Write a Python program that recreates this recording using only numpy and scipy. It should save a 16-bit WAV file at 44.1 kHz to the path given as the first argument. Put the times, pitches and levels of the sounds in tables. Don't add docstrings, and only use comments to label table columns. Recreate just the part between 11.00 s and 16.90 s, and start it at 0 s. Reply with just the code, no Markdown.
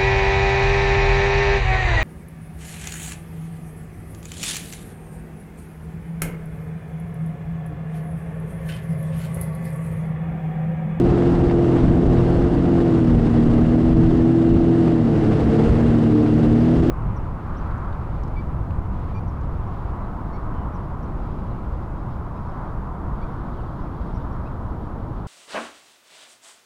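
import sys
import numpy as np
from scipy import signal
from scipy.fft import rfft, irfft
from scipy.io import wavfile
from scipy.ndimage import uniform_filter1d, minimum_filter1d

SR = 44100
rng = np.random.default_rng(int(sys.argv[2]) if len(sys.argv) > 2 else 0)


def output_pcm(signal):
    pcm = np.clip(np.atleast_2d(signal).T, -1, 1) * 32767
    wavfile.write(sys.argv[1], SR, np.round(pcm).astype(np.int16))


def how_loud(loudness_db):
    steps = np.asarray(loudness_db, float) / 20
    return 10 ** steps


N = 260190

# (time [s], engine cycle = half the shaft speed [Hz], throttle [0-1])
ENGINE = [(0.0, 43.33, 0.83), (0.45, 43.17, 0.72), (0.9, 42.53, 0.72), (1.5, 43.61, 0.39),
          (1.85, 42.28, 0.85), (2.05, 40.34, 0.67), (2.25, 38.61, 0.3), (2.5, 39.2, 0.3),
          (2.89, 40.64, 0.82), (3.75, 41.84, 0.87), (3.96, 41.2, 0.8), (4.16, 36.34, 0),
          (4.42, 36.47, 0.32), (4.88, 39.21, 0.45), (5.16, 37.72, 0.99), (5.54, 38.51, 0.83),
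          (5.78, 41.55, 0.42), (5.9, 41.7, 0.7)]
# (multiple, level at full throttle [dB], loss when shut [dB],
# panel centre [Hz], panel width [Hz], panel lift [dB])
LEADS = [
    (3, -24.5, 2.5, 118, 8.4, 2.5),
    (6, -29.5, 3.5, 236.2, 31.3, 12.5),
    (8, -19.5, 13, 332, 17, 3),
    (12, -51.5, -12.5, 448.4, 26.1, 19),
]
# (multiple, level [dB])
STEADY_ORDERS = [(2, -36), (4, -24.5), (5, -38), (7, -35), (10, -38.5), (11, -43), (13, -54), (14, -46),
                 (15, -49.5), (16, -47), (17, -48), (19, -51.5), (22, -53), (24, -65.5), (25, -65.5)]
# (centre [Hz], width [Hz], lift [dB])
HULL_PANELS = [(325.7, 5.6, 0.5), (474, 29, 5.5), (712, 70, 5)]
# (time [s], level around the mean [dB])
CHURN = [(0.35, 0.96), (0.58, -1), (0.77, 2), (0.92, -1), (1.26, 1), (1.6, -1.5), (1.78, 1.5), (2.08, -0.5),
         (2.32, 0.5), (2.56, 0), (3.7, -1.5), (3.86, 1), (4.0, -2), (4.3, 2.5), (4.47, 1.5), (4.6, 3.5),
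         (5.08, 0), (5.9, 1)]
# (frequency [Hz], level per Hz [dB])
DRUM_COLOUR = [(40, -21), (100, -1.5), (150, -2), (300, 2.5), (400, -6.5), (480, -12.5), (600, -36.5),
               (900, -130)]
# (frequency [Hz], level per Hz [dB])
ROAR_COLOUR = [(250, -29.5), (400, 8), (460, 3.5), (540, -2), (706, -1.5), (900, -9.5), (1250, -11.5),
               (2000, -27), (3500, -53.5), (7000, -120)]
# (frequency [Hz], level per Hz [dB])
SPRAY_COLOUR = [(880, -25), (1500, -2.5), (1930, -4), (2480, -10.5), (2750, -6.5), (2970, -9.5),
                (4230, -16), (4600, -16.5), (6150, -23.5), (8530, -26), (10000, -32), (14000, -55)]
# (time [s], peak level [dB], thud over it [dB])
SLAPS = [(0.2194, -30.5, 4.5), (0.339, -34, 11.5), (0.496, -27, 2), (0.509, -29.5, 9.5),
         (0.8393, -31, 10.5), (1.1684, -30, 2.5), (1.716, -40.5, 3), (2.2694, -35.5, 19), (2.471, -40.5, 2),
         (3.1894, -33, 7), (3.7489, -41.5, 3.5), (4.2913, -37, -3), (4.5024, -34, -1), (5.2597, -31, -1.5),
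         (5.7392, -37, 12.5)]
# (frequency [Hz], level per Hz [dB])
WIND_COLOUR = [(10, -10), (25, -3.5), (45, 5), (80, 1), (130, -2), (250, -7.5), (500, -27), (1000, -66.5),
               (2000, -130)]
# (time of peak [s], rise [dB], length [s])
GUSTS = [(0.05, 7.7, 0.19), (0.361, 3.6, .07), (0.58, 5, 0.26), (0.871, 7.3, 0.089), (1.07, 8.1, 0.065),
         (1.18, 9.7, 0.064), (1.44, 6, 0.17), (1.99, 7, 0.091), (2.181, 8, 0.11), (2.47, 9.1, 0.054),
         (2.62, 5.7, 0.28), (2.98, 8.7, 0.17), (3.53, 11, 0.13), (3.83, 2.5, 0.036), (4.181, 4.1, 0.054),
         (4.46, 5.8, 0.2), (4.681, 7, .05), (4.87, 4.1, 0.093), (5.48, 2.5, 0.056), (5.79, 8, 0.056)]

DRUM_DB, ROAR_DB, SPRAY_DB, WIND_DB = -23, -33.5, -47.9, -28.5
ROAR_SHARE, SPRAY_SHARE = 0.88, 0.95
BANK_DB, BANK_GONE_S = 2.5, 3.2
PLANING_DB = -0.5
GUST_RISE = 0.55


def engine(cycles, cycle_hz, levels_db):
    eased_db = levels_db[3]
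    rough_db = np.interp(eased_db, [-38, -30], [0.5, 2.2])
    rough_db += np.interp(cycle_hz, [42, 43], [0, 1.5])
    out = np.zeros(N)
    for k, db in zip((3, 6, 8), levels_db):
        out += order(k, cycles, db, rough_db)
    out += order(12, cycles, eased_db - 2, 3.5)

    centre_hz, width_hz = HULL_PANELS[0][:2]
    ninth_db = eased_db - 1.5 + 8.5 * panel(9 * cycle_hz, centre_hz, width_hz)
    out += order(9, cycles, ninth_db, 1.8)

    for k, db in STEADY_ORDERS:
        lift_db = sum(lift * panel(k * cycle_hz, f, width) for f, width, lift in HULL_PANELS)
        out += order(k, cycles, db + lift_db, 1.1)
    return out


def order(k, cycles, db, waver_db):
    late = 2 * np.pi * rng.random() + 0.35 * drift(1.5) + 0.22 * drift(14)
    level = how_loud(db + waver_db * drift(6.5))
    return np.sqrt(2) * level * np.cos(2 * np.pi * k * cycles + late)


def lead_levels(cycle_hz, throttle):
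    return [db - shut_db * (1 - throttle) + lift_db * panel(k * cycle_hz, f, width)
            for k, db, shut_db, f, width, lift_db in LEADS]


def panel(hz, centre_hz, width_hz):
    return 1 / (1 + (2 * (hz - centre_hz) / width_hz) ** 2)


def wake(cycles, throttle):
    roar_db, spray_db = water_levels(throttle)
    flicker = how_loud(0.75 * drift(38))
    turn = 2 * np.pi * cycles
    chop = 1 + 0.059 * np.cos(turn) + 0.056 * np.cos(3 * turn) + 0.077 * np.cos(4 * turn)
    drum = evened(noise(DRUM_COLOUR, size=2048, patchy_db=1.86))
    roar = noise(ROAR_COLOUR, size=1024, patchy_db=0.4) * flicker
    spray = noise(SPRAY_COLOUR, size=512, patchy_db=0.9) * flicker * chop
    roar /= np.std(band(roar, 500, 1500))
    spray /= np.std(band(spray, 2000, 9000))
    return how_loud(DRUM_DB) * drum + how_loud(roar_db) * roar + how_loud(spray_db) * spray


def water_levels(throttle):
    churn_db, = curves(CHURN)
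    bank_db = BANK_DB * np.clip(1 - np.arange(N) / SR / BANK_GONE_S, 0, 1)
    roar_db = ROAR_DB + ROAR_SHARE * churn_db + bank_db + PLANING_DB * (throttle - 0.5)
    return roar_db, SPRAY_DB + SPRAY_SHARE * churn_db


def slaps():
    out = np.zeros(N)
    t = np.arange(3000) / SR
    shape = np.minimum(t / 0.002, 1) * how_loud(-60 * t / 0.05)
    for s, db, thud_db in SLAPS:
        spatter = evened(band(rng.standard_normal(len(t)), 900, 2400))
        spatter += 0.2 * evened(band(rng.standard_normal(len(t)), 2400, 5200))
        thud = evened(band(rng.standard_normal(len(t)), 490, 1050))
        splash = how_loud(db - 6) * (spatter + how_loud(thud_db) * thud) * shape
        part = out[round(s * SR):][:len(t)]
        part += splash[:len(part)]
    return out


def wind():
    gusts = noise(WIND_COLOUR, size=2048, patchy_db=2.26) * how_loud(drift(9.4))
    return how_loud(gustiness()) * gusts / np.std(band(gusts, 20, 100))


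def gustiness():
    t = np.arange(N) / SR
    level_db = np.full(N, float(WIND_DB))
    for s, db, length in GUSTS:
        side_s = length * np.where(t < s, GUST_RISE, 1)
        level_db += db * np.exp(-((t - s) / side_s) ** 2)
    return level_db


def noise(spectrum, size, patchy_db):
    hz = np.fft.rfftfreq(size, 1 / SR)
    a, b, patches = rng.standard_normal((4 * N // size + 5, len(hz), 3)).T
    patches = uniform_filter1d(patches, size=9, axis=0)
    patches = evened(uniform_filter1d(patches, size=9, axis=1))
    z = (a + 1j * b) * how_loud(read(spectrum, hz)[:, None] + patchy_db * patches)
    return signal.istft(z, nperseg=size, noverlap=3 * size // 4)[1][:N]


def drift(top_hz):
    t = np.arange(0, N + 64, 64) / SR
    z = rfft(rng.standard_normal(len(t)))
    slow = irfft(z / (1 + (np.fft.rfftfreq(len(t), t[1]) / top_hz) ** 4), len(t))
    return np.interp(np.arange(N) / SR, t, evened(slow))


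def band(x, lo_hz, hi_hz):
    return signal.sosfilt(signal.butter(4, [lo_hz, hi_hz], "bandpass", fs=SR, output="sos"), x)


def evened(x):
    return x / np.sqrt(np.mean(x ** 2) + 1e-20)


def read(points, hz):
    f, value = np.transpose(points)
    return np.interp(np.log(hz + 1), np.log(f + 1), value)


def curves(rows):
    s, *columns = np.transpose(rows)
    return [np.interp(np.arange(N) / SR, s, c) for c in columns]


def scene():
    cycle_hz, throttle = curves(ENGINE)
    throttle = np.clip(throttle, 0, 1)
    cycles = np.cumsum(cycle_hz) / SR
    hum = engine(cycles, cycle_hz, lead_levels(cycle_hz, throttle))
    return (hum + wake(cycles, throttle) + slaps() + wind())[None]


def top_cut(x):
    return signal.sosfilt(signal.butter(12, 14440, fs=SR, output="sos"), x)


def record(dry):
    room = np.minimum(1, 0.475 / (abs(dry) + 1e-9))
    room = minimum_filter1d(room, size=601, axis=1)
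    for _ in range(3):
        room = uniform_filter1d(room, size=201, axis=1)
    limited = how_loud(0.45) * dry * room
    bent = limited + 0.12 * (limited ** 2 - np.mean(limited ** 2))
    return top_cut(bent)


dry = scene()
out = record(dry)
output_pcm(out)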